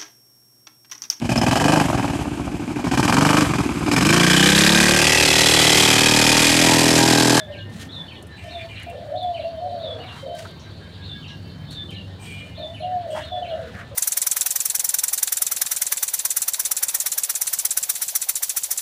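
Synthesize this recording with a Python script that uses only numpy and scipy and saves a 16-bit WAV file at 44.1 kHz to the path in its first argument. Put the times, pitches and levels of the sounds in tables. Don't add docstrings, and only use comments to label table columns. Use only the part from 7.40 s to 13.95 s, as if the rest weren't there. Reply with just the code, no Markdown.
import sys
import numpy as np
from scipy import signal
from scipy.io import wavfile

SR = 44100
rng = np.random.default_rng(int(sys.argv[2]) if len(sys.argv) > 2 else 0)


def pcm_store(signal):
    levels = np.round(np.clip(np.atleast_2d(signal), -1, 1) * 32767)
    wavfile.write(sys.argv[1], SR, levels.astype(np.int16).T)


def voltage_ratio(level):
    return 10 ** (np.asarray(level, float) / 20)


N = 288855

# frequency in Hz, level in dB per Hz.
AIR_SPECTRUM = [(15, -59.5), (25, -16), (72, -2.5), (102, -0.5), (248, -9), (448, -16.5), (636, -17.5),
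                (1180, -27), (1680, -26), (2450, -33.5), (3040, -27.5), (3300, -36), (3880, -20.5),
                (4810, -44.5), (15800, -56.5)]
AIR_DB = -40
# time in seconds, level in dB.
TRAFFIC_SWELL = [(0.0, -47.5), (0.31, -39), (1.31, -46.5), (4.1, -42.5), (6.09, -44), (6.55, -40.5)]
# centre in Hz, width in Hz, level in dB.
TRAFFIC_DRONE = [(80.8, 10.3, -45.5), (98.85, 12, -43.5), (171.7, 19.7, -54)]

# time in seconds, level in dB.
MOTOR_PASS = [
    (0, -73),
    (3.4, -54.5),
    (3.7, -46.5),
    (4.2, -47.5),
    (5.0, -48),
    (5.4, -55.5),
    (5.6, -81),
    (6.55, -71.5),
]
# multiple of the firing rate, level in dB.
MOTOR_ORDERS = [(2, -14), (3, -5.5), (4, 4), (6, 0), (7, -0.5), (8, -6.5), (12, -9.5)]
FIRING_HZ = 24.29

# peak in seconds, swell in seconds, dying in seconds, level in dB.
BRUSHES = [(0.425, 0.13, 0.054, -49), (.56, 0.048, 0.11, -68.5), (1.04, 0.028, 0.12, -64.5),
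           (1.3, 0.28, 0.15, -69.5), (2.78, 0.16, .11, -61.5), (2.988, 0.041, 0.13, -50),
           (3.898, .1, 0.23, -92), (4.323, 0.018, 0.055, -55), (4.519, 0.017, 0.036, -61),
           (4.86, 0.077, 0.25, -60), (5.77, 0.093, 0.12, -54), (6.4, 0.26, 0.042, -63)]
# frequency in Hz, level in dB per Hz.
BRUSH_SPECTRUM = [(710, -29), (1200, -11.5), (1830, -6), (2100, -15.5), (2660, -5), (5850, -12.5),
                  (9000, -15), (15800, -31)]
BRUSH_FLOOR_DB, BRUSH_EDGE_DB = -71.5, -20
# peak in seconds, swell in seconds, centre in Hz, width in Hz, level in dB.
SHUFFLES = [(0.423, 0.18, 1440, 1520, -55), (1.031, 0.042, 1920, 885, -51.5),
            (1.219, 0.062, 2100, 1030, -40.5), (1.422, 0.1, 1900, 1480, -41), (2.779, 0.43, 935, 1310, -43),
            (5.773, 0.028, 875, 204, -30), (5.765, .02, 1520, 704, -36), (5.8, 0.025, 1710, 603, -36),
            (5.871, 0.037, 1260, 1360, -43.5), (6.293, 0.33, 1490, 597, -45),
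            (6.352, 0.015, 1580, 890, -41), (6.41, 0.07, 1450, 780, -37.5)]
SHUFFLE_STOP_S = 0.04

# start in seconds, peak in dB, centre in Hz, 60 dB decay in seconds.
TWIG_TICKS = [(0.8255, -43.5, 8600, 0.035), (0.8694, -50.5, 9200, 0.045), (1.3982, -50, 8600, 0.032),
              (1.4245, -48, 6960, .02), (1.4313, -42.5, 8570, 0.028), (1.4985, -48.5, 8890, 0.055),
              (1.8291, -53, 8600, 0.05), (2.9512, -46, 9130, 0.028), (4.3076, -45, 8600, 0.045),
              (4.5054, -47.5, 8700, 0.038)]
# start in seconds, peak in dB, centre in Hz, 60 dB decay in seconds.
KNOCKS = [
    (3.0505, -31, 1400, .07),
    (3.0525, -39, 950, .06),
    (3.1951, -50, 5800, .3),
    (3.2451, -46, 2000, .03),
    (3.8801, -51, 5500, .4),
    (1.0801, -55, 5400, .35),
]

# start in seconds, attack in seconds, hold in seconds, low and high modes in dB.
SCRAPES = [
    (.96, 0.025, 0.51, -40.5, -60),
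    (4.79, 0.054, 0.22, -44.5, -44),
    (5.701, 0.0038, 0.15, -50.5, -51.5),
]
# centre in Hz, width in Hz, level in dB in each of the three strokes.
LOW_MODES = [(2100, 120, -13, -21, -23), (2400, 30, -7.5, -5, -11), (2360, 250, -7, 1.5, -13),
             (2720, 120, -6.5, -6, 0), (2924, 27, -13, -2, 7.5), (3034, 60, -32, -1, 2),
             (3302, 50, -35, -4, 5)]
# centre in Hz, width in Hz, level in dB.
HIGH_MODES = [(6050, 150, 6), (6800, 250, 9), (7800, 400, 14), (8240, 300, 20), (8680, 300, 13),
              (9900, 700, 3), (12200, 260, 7), (15300, 500, 0)]
# start in seconds, peak in dB, centre in Hz, 60 dB decay in seconds.
TOOL_PING = (5.702, -38, 3269, 0.5)
STROKE_RELEASE_DB_PER_S = 116
SQUEAL_FADE_DB = 16

# time in seconds, level in dB.
TWITTER_SWELL = [(0, -66), (.8, -62), (1.5, -56), (2.1, -47.5), (2.7, -46.5), (3.4, -49), (4.2, -51.5),
                 (6.0, -56.5), (6.55, -81)]

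# time in seconds, pitch in Hz, level in dB.
PIPER = [(0, 1835, -48), (.6, 1830, -48), (1.1, 1805, -51), (1.6, 1790, -60), (2.1, 1820, -61),
         (2.7, 1700, -66), (2.95, 1580, -54), (3.3, 1570, -54), (3.45, 1645, -52), (3.97, 1640, -52),
         (4.08, 1690, -59), (4.45, 1710, -57), (4.7, 1825, -55), (5.1, 1790, -56), (5.5, 1800, -58),
         (6.55, 1760, -61)]
# time in seconds, pitch in Hz, level in dB.
SECOND_PIPER = [(0, 2064, -55), (.9, 2015, -69.5), (3.0, 2100, -68), (3.4, 2220, -72), (3.9, 2220, -68),
                (4.3, 2150, -63), (4.55, 2120, -68), (4.62, 1990, -66), (5.3, 1998, -65), (6.55, 1968, -66)]
# time in seconds, pitch in Hz, level in dB.
THIN_PIPER = [(0, 3080, -66), (.9, 3070, -66), (1.05, 3060, -57), (1.6, 3080, -62), (2.3, 3100, -59),
              (2.45, 3070, -58), (2.7, 3120, -66), (3.0, 3140, -66), (3.2, 3080, -62), (3.6, 3130, -58),
              (3.8, 3090, -58), (4.1, 3035, -57), (4.2, 3100, -58), (4.4, 3030, -59), (4.8, 3070, -57),
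              (5.1, 3030, -61), (5.3, 3050, -60), (6.55, 3040, -66)]
# time in seconds, pitch in Hz, level in dB.
HIGH_PIPER = [(2.0, 5250, -84), (2.8, 5230, -74), (3.4, 5180, -74), (4.4, 5170, -73), (5.2, 5170, -73),
              (5.5, 5170, -84)]
# start in seconds, length in
# seconds, pitch in Hz, fall in Hz, level in dB.
STRAY_TONES = [(0, .033, 1740, 74, -48), (.062, .19, 1620, 60, -52), (.62, .05, 1680, 110, -55),
               (.917, .04, 1750, 200, -51), (4.845, .23, 2405, 0, -48), (5.34, .04, 10100, -450, -69),
               (5.38, .06, 10600, 500, -69), (1.2, .09, 4470, 60, -62), (.9, .08, 3990, 0, -59),
               (4.79, .05, 2390, 0, -55), (5.06, .16, 2415, 10, -60), (4.85, .13, 2290, 40, -53),
               (5.07, .12, 2110, 10, -68), (5.0, .03, 2110, 0, -60), (4.95, .09, 2890, 0, -56),
               (5.07, .08, 2900, 20, -60), (5.247, .089, 1995, 32, -66), (5.538, .036, 1700, -3, -58),
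               (.64, .11, 4420, 6, -62), (4.012, .072, 4620, -40, -61), (2.76, .13, 3160, 90, -54),
               (2.88, .09, 3070, -110, -54), (3.57, .04, 1730, 0, -59), (3.62, .12, 2790, 20, -63),
               (4.04, .08, 2700, 0, -62), (.17, .06, 1760, 0, -57)]
FIRST_BEAT_S, BEAT_S, PIPE_S, FLICK_HZ = .075, .1585, .1, 45

# time from onset in seconds, pitch in Hz, level in dB.
WHISTLE = [(-.034, 3300, -18), (-.028, 3450, -7), (-.016, 3750, -7), (-.006, 3950, -14), (.0, 4350, -3),
           (.015, 3850, -6), (.04, 3590, -5), (.085, 3500, 2), (.125, 3490, -14)]
# time from onset in seconds, pitch in Hz, level in dB.
DIP = [(-.008, 2750, -24), (-.001, 3000, -6), (.006, 3130, 0), (.014, 3040, -9), (.024, 2680, -5),
       (.036, 2300, -11), (.046, 2240, -20)]
# time from onset in seconds, pitch in Hz, level in dB.
SLIDE = [(-.012, 3700, -24), (-.004, 4050, -12), (.002, 4200, -5), (.009, 3750, -5), (.016, 3200, -2),
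         (.024, 2860, -5), (.04, 2790, -6), (.058, 2780, -24)]
# onset in seconds, peak in dB, pitch ratio,
# length ratio.
WHISTLES_SUNG = [(-0.061, -35.5, 1.005, 0.85),
                 (0.5201, -32, .995, .92), (1.109, -35, 1.0, 0.82), (1.7765, -33.5, .99, 0.66),
            (2.4209, -32, 0.975, 0.95), (3.6447, -34, 1.005, .9), (4.3121, -31.5, 1.01, 0.95),
            (5.1771, -34, 1.005, 0.87), (5.8393, -36.5, 0.985, 1.1)]
# onset in seconds, peak in dB, pitch ratio, length ratio.
DIPS = [(0.1259, -32, 0.985, 0.8), (0.6848, -31.5, 1.0, 1.05), (1.2927, -33, 0.985, 1.0),
        (1.943, -31.5, 0.985, 1.0), (2.6061, -33, 0.965, 1.1), (3.8268, -31, 1.0, 0.85),
        (4.4915, -30.5, 1.0, 0.9), (5.3425, -33, 0.97, 1.0), (6.0262, -30, 0.99, 1.0)]
# onset in seconds, peak in dB, pitch ratio, length ratio.
SLIDES = [(0.1789, -34, 1.02, 0.9), (0.7463, -35.5, 1.05, 0.75), (1.358, -35.5, 1.01, 1.0),
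          (1.9962, -34, 0.98, 1.0), (2.668, -34.5, .98, 1.0), (3.8798, -33, 1, 0.88),
          (4.5442, -31, 1.0, 1.0), (5.407, -32, 1.0, 0.95), (6.088, -34, 1.01, 1.03)]

# time in seconds, pitch in Hz, level in dB.
COOS = [
    [(1.085, 659, -40), (1.103, 673, -50), (1.121, 689, -39), (1.141, 700, -43), (1.161, 689, -31),
     (1.217, 652, -43), (1.249, 668, -33), (1.32, 669, -60)],
    [(1.735, 688.2, -33), (1.753, 728, -24.5), (1.807, 732, -33.5), (1.851, 726, -21), (1.921, 692, -25),
     (1.933, 699, -33.5), (1.943, 674.6, -29.5), (2.0, 670, -28.5)],
    [(2.045, 683, -28), (2.057, 657.6, -26.5), (2.105, 681, -33), (2.133, 659, -32), (2.163, 637, -39.5),
     (2.187, 646, -26.5), (2.2, 640, -36)],
    [(2.205, 704.9, -39.5), (2.225, 708, -25.5), (2.275, 736, -25.5), (2.311, 677, -36.5),
     (2.333, 723, -26.5), (2.369, 681, -31), (2.401, 669, -35.5), (2.415, 660, -26)],
    [(5.25, 642.6, -64), (5.258, 626, -42.5), (5.328, 682, -41), (5.35, 670, -54)],
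    [(5.425, 722.5, -35.5), (5.449, 720, -23), (5.511, 737, -27.5), (5.545, 723.5, -21.5),
     (5.571, 719.4, -19), (5.631, 691.5, -37.5), (5.643, 686, -33.5), (5.67, 657, -27)],
    [(5.905, 718.2, -49), (5.923, 724.5, -27.5), (5.989, 719, -23.5), (6.009, 734, -32),
     (6.027, 717, -20.5), (6.061, 678, -40), (6.065, 695, -39), (6.125, 655.5, -26)],
    [(6.135, 641, -24.5), (6.15, 632, -23.5), (6.175, 651, -48), (6.2, 645, -25.5), (6.225, 670, -58),
     (6.25, 648, -35), (6.275, 624, -50)],
    [(0, 642, -36.5), (.03, 618, -38), (.07, 611, -42), (.085, 609, -52), (.105, 594, -34),
     (.14, 574, -48.5), (.2, 570, -48)],
    [(5.18, 640, -46.5), (5.195, 668, -39), (5.225, 696, -40), (5.245, 680, -46)],
    [(1.03, 643, -62), (1.045, 690, -40.5), (1.07, 702, -42), (1.085, 666, -45)],
]
COO_HOARSENESS = .1
# start in seconds, length in seconds, first and last pitch in Hz, level in dB.
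PURRS = [(-.014, 0.2, 621.5, 577.5, -35.5), (1.033, 0.061, 590, 705, -36.5), (1.465, 0.035, 631, 670, -22),
         (1.5, 0.095, 516, 514, -37.5), (1.534, 0.08, 598, 640, -29.5), (1.615, 0.081, 657, 607, -31),
         (1.681, 0.18, 614, 640, -25.5), (1.971, 0.054, 621, 608.5, -21.5), (2.209, 0.179, 633, 568, -27),
         (2.421, 0.087, 632, 654, -25), (2.433, 0.17, 557, 469, -31), (2.826, 0.051, 533, 612, -24.5),
         (2.86, 0.14, 666, 648, -26.5), (2.58, 0.07, 758, 743, -34.5), (2.866, 0.083, 587, 544, -33),
         (5.176, 0.056, 624, 653, -25), (5.396, 0.15, 604, 610, -30), (5.663, 0.1415, 631, 683.4, -22.5),
         (5.666, 0.09, 566.6, 608, -29), (5.955, 0.2, 609, 584.4, -28), (6.1, 0.096, 725, 685, -31),
         (6.11, 0.065, 566, 552, -32), (6.17, 0.12, 518.6, 465, -33), (6.508, 0.11, 548, 588, -31),
         (5.91, 0.055, 642, 604, -30.5), (6.3, 0.12, 647, 728, -41), (2.53, 0.056, 662, 653, -34)]
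PURR_ATTACK_S, PURR_RELEASE_S, PURR_FADE_DB_PER_S = 0.013, 0.019, 54.5
THROBS_PER_S = 28.8

# delay in seconds, level in dB.
WALL_ECHOES = [(.009, -3), (.017, -3), (.026, -7), (.035, -3), (.048, -8), (.071, -12)]


def rms_one(x):
    return x / np.sqrt(np.mean(x ** 2) + 1e-20)


def in_time(rows, edge_s=0.0075):
    times_s, *columns = np.transpose(rows)
    t = np.arange(N) / SR
    gate = np.clip(np.minimum(t - times_s[0], times_s[-1] - t) / edge_s + 1, 0, 1)
    return [np.interp(t, times_s, column) for column in columns] + [gate]


def since(start_s, length_s):
    first = max(round(start_s * SR), 0)
    last = min(round((start_s + length_s) * SR), N)
    at = np.arange(first, last)
    return at, np.abs(at / SR - start_s)


def edges_of(after_s, length_s, attack_s, release_s):
    return np.clip(np.minimum(after_s / attack_s, (length_s - after_s) / release_s), 0, 1)


def drift(rate_hz):
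    r = np.exp(-80 * np.pi * rate_hz / SR)
    white = rng.standard_normal(N // 40 + 2002)
    slow = signal.lfilter([1], [1, -2 * r, r * r], white)[2000:]
    return np.interp(np.arange(N) / 40, np.arange(len(slow)), rms_one(slow))


def sine(hz):
    return np.sqrt(2) * np.sin(2 * np.pi * np.cumsum(hz) / SR)


def resonate(x, hz, width_hz):
    r = np.exp(-np.pi * width_hz / SR)
    section = [1, 0, -1, 1, -2 * r * np.cos(2 * np.pi * hz / SR), r * r]
    return rms_one(signal.sosfilt([section, section], x))


def coloured(spectrum, patchy_db, grit=1):
    hz, level_db = np.transpose(spectrum)
    edges_hz = np.geomspace(hz[0], hz[-1], int(2.5 * np.log2(hz[-1] / hz[0])) + 2)
    white = rng.standard_normal((2, N)) * grit
    out = np.zeros(N)
    for k, (low, high) in enumerate(zip(edges_hz, edges_hz[1:])):
        sos = signal.butter(2, [low, high], "band", fs=SR, output="sos")
        band = signal.sosfilt(sos, white[k % 2])
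        band_db = np.interp(np.log(low * high) / 2, np.log(hz), level_db)
        out += band * voltage_ratio(band_db + patchy_db * drift(7.1))
    return rms_one(out)


def garden(x, echo_db, tail_db, t60_s, direct_db=0):
    t = np.arange(int(.6 * SR)) / SR
    reply = rng.standard_normal(len(t)) * voltage_ratio(-60 * t / t60_s) * np.clip(t / 0.013, 0, 1)
    reply *= voltage_ratio(tail_db) / np.sqrt(np.sum(reply ** 2))
    for delay_s, level_db in WALL_ECHOES:
        reply[round(delay_s * SR)] += voltage_ratio(level_db + echo_db)
    return voltage_ratio(direct_db) * x + signal.fftconvolve(x, reply)[:N]


def air():
    swell_db, _ = in_time(TRAFFIC_SWELL)
    floor = voltage_ratio(AIR_DB + 1.0) * coloured(AIR_SPECTRUM, patchy_db=3.0)
    low = signal.sosfilt(signal.butter(1, 500, fs=SR, output="sos"), floor)
    white = rng.standard_normal(N)
    drone = sum(voltage_ratio(db) * resonate(white, hz, width_hz) for hz, width_hz, db in TRAFFIC_DRONE)
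    return floor + low * (voltage_ratio(swell_db + 40.5) - 1) + drone


def motor():
    level_db, _ = in_time(MOTOR_PASS)
    out = np.zeros(N)
    for order, order_db in MOTOR_ORDERS:
        gain = voltage_ratio(order_db + 2.8 * drift(1.8))
        out += gain * sine(order * FIRING_HZ + 0.93 * drift(2.6))
    return voltage_ratio(level_db) * out


def leaves():
    brush = np.full(N, voltage_ratio(BRUSH_FLOOR_DB))
    for peak_s, swell_s, dying_s, peak_db in BRUSHES:
        at, after_s = since(peak_s - swell_s, swell_s + dying_s)
        corners_s = [0, swell_s, swell_s + dying_s]
        brush[at] += voltage_ratio(peak_db + np.interp(after_s, corners_s, [BRUSH_EDGE_DB, 0, BRUSH_EDGE_DB]))
    grit = voltage_ratio(3 * rng.standard_normal(N) + 1.5 * drift(70))
    out = voltage_ratio(9) * brush * coloured(BRUSH_SPECTRUM, 1.2, grit)
    for peak_s, swell_s, hz, width_hz, peak_db in SHUFFLES:
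        at, after_s = since(peak_s - swell_s, swell_s + SHUFFLE_STOP_S)
        swell_db = np.interp(after_s, [0, swell_s, swell_s + SHUFFLE_STOP_S], [-13, 0, -11])
        friction = rng.standard_normal(len(at)) * grit[at]
        out[at] += resonate(friction, hz, width_hz) * voltage_ratio(peak_db + swell_db)
    return out


def ticks(events, breadth):
    out = np.zeros(N + SR)
    t = np.arange(SR // 2) / SR
    for start_s, peak_db, hz, t60_s in events:
        burst = resonate(rng.standard_normal(len(t)), hz, hz * breadth)
        at = round(start_s * SR)
        out[at:at + len(t)] += burst * voltage_ratio(peak_db - 1.5 - 60 * t / t60_s)
    return out[:N]


def scraped_tool():
    contact = rng.standard_normal(N) * voltage_ratio(3.2 * drift(22))
    rings = [resonate(contact, hz, width_hz) for hz, width_hz, *_ in LOW_MODES]
    high = rms_one(sum(voltage_ratio(db) * resonate(contact, hz, width_hz) for hz, width_hz, db in HIGH_MODES))
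    out = ticks([TOOL_PING], breadth=0.025)
    for k, (start_s, attack_s, hold_s, low_db, high_db) in enumerate(SCRAPES):
        at, after_s = since(start_s, 2 * hold_s)
        release = voltage_ratio(-STROKE_RELEASE_DB_PER_S * np.maximum(after_s - hold_s, 0))
        stroke = np.minimum(after_s / attack_s, 1) ** 2 * release
        low = sum(voltage_ratio(mode[2 + k]) * ring[at] for mode, ring in zip(LOW_MODES, rings))
        squeal = edges_of(after_s, 2 * hold_s, attack_s, hold_s)
        squeal = squeal * voltage_ratio(high_db - SQUEAL_FADE_DB * after_s / hold_s)
        out[at] += stroke * voltage_ratio(low_db - 4.5) * low + squeal * high[at]
    return out


def twitter():
    level_db, _ = in_time(TWITTER_SWELL)
    out = np.zeros(N + SR)
    for at in np.flatnonzero(rng.random(N) < 220 / SR):
        pitch, length, size = rng.random(3)
        count = int(SR * (0.02 + 0.1003 * length ** 2))
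        hz = (3600 + 1050 * pitch) * np.linspace(1.015, .985, count)
        out[at:at + count] += sine(hz) * np.hanning(count) * voltage_ratio(5 * size)
    blurred = out[:N] * (1 + 0.57 * drift(89))
    return voltage_ratio(level_db - 5) * rms_one(garden(blurred, echo_db=-9, tail_db=6, t60_s=0.29))


def pipers():
    after_s = (np.arange(N) / SR - FIRST_BEAT_S) % BEAT_S
    beat = .12 + edges_of(after_s, PIPE_S, .03, .03)
    out = np.zeros(N)
    for line in (THIN_PIPER, HIGH_PIPER):
        hz, level_db, gate = in_time(line)
        tone = sine(hz * (1 + .004 * drift(8)))
        out += gate * (.5 * beat + .5) * tone * voltage_ratio(level_db - 1 + 2 * drift(12))
    hz, level_db, _ = in_time(PIPER)
    arch_hz = FLICK_HZ * (2 * np.minimum(after_s / PIPE_S, 1) - .8) ** 2
    out += beat * voltage_ratio(level_db + 2.0 * drift(9) - 2) * sine(hz - arch_hz + 14 * drift(12))
    hz, level_db, _ = in_time(SECOND_PIPER)
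    out += beat * voltage_ratio(level_db + 2.0 * drift(4.5)) * sine(hz + 15 * drift(4.6))
    for start_s, length_s, hz, fall_hz, level_db in STRAY_TONES:
        at, count = round(start_s * SR), round(length_s * SR)
        tone = sine(hz - fall_hz * np.linspace(0, 1, count) ** 2)
        out[at:at + count] += tone * signal.windows.tukey(count, .4) * voltage_ratio(level_db + 2.5)
    return garden(out * voltage_ratio(1.6 * drift(30)), echo_db=-10, tail_db=-7, t60_s=.35)


def small_bird():
    out = np.zeros(N)
    song = ((WHISTLE, WHISTLES_SUNG), (DIP, DIPS), (SLIDE, SLIDES))
    for shape, sung in song:
        after_s, shape_hz, shape_db = np.transpose(shape)
        for onset_s, peak_db, ratio, stretch in sung:
            times_s = onset_s + after_s * stretch
            at = np.arange(max(round(times_s[0] * SR), 0), round(times_s[-1] * SR))
            hz = np.interp(at / SR, times_s, shape_hz) * ratio
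            level_db = np.interp(at / SR, times_s, shape_db) + peak_db - 5.5
            out[at] += sine(hz) * voltage_ratio(level_db)
    grainy = out * (.95 + .4 * drift(90))
    return garden(grainy, echo_db=-3.5, tail_db=-2, t60_s=.26, direct_db=-1)


def clear_coos():
    out = np.zeros(N)
    waver = 1 + .002 * drift(14)
    hoarse = 1 + COO_HOARSENESS * drift(30)
    for note in COOS:
        hz, level_db, gate = in_time(note)
        out += gate * voltage_ratio(level_db - 0.5) * sine(hz * waver) * hoarse
    return garden(out, echo_db=-16, tail_db=-13, t60_s=.35)


def purred_coos():
    out = np.zeros(N)
    uneven, rough, wobble = .3 * drift(12), .35 * drift(47), 1 + .035 * drift(25)
    for start_s, length_s, first_hz, last_hz, level_db in PURRS:
        at, after_s = since(start_s, length_s)
        fading = edges_of(after_s, length_s, PURR_ATTACK_S, PURR_RELEASE_S)
        fading = fading * voltage_ratio(level_db - PURR_FADE_DB_PER_S * after_s)
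        roll = .65 - .3 * np.cos(2 * np.pi * (THROBS_PER_S * after_s + uneven[at])) + rough[at]
        hz = first_hz + (last_hz - first_hz) * after_s / length_s
        out[at] += fading * sine(hz * wobble[at]) * roll
    return voltage_ratio(-3) * garden(out, echo_db=-8, tail_db=-2, t60_s=.38, direct_db=-2)


def dove():
    return clear_coos() + purred_coos()


def scene():
    background = air() + motor()
    small = leaves() + ticks(TWIG_TICKS, breadth=.7) + ticks(KNOCKS, breadth=.22) + scraped_tool()
    birds = twitter() + pipers() + small_bird() + dove()
    return (background + small + birds)[None]


def roll_off(x):
    return signal.sosfilt(signal.butter(12, 15910, fs=SR, output="sos"), x)


def record(dry):
    thin = signal.sosfilt(signal.butter(2, 70, "high", fs=SR, output="sos"), dry)
    return roll_off(thin)


dry = scene()
out = record(dry)
pcm_store(out)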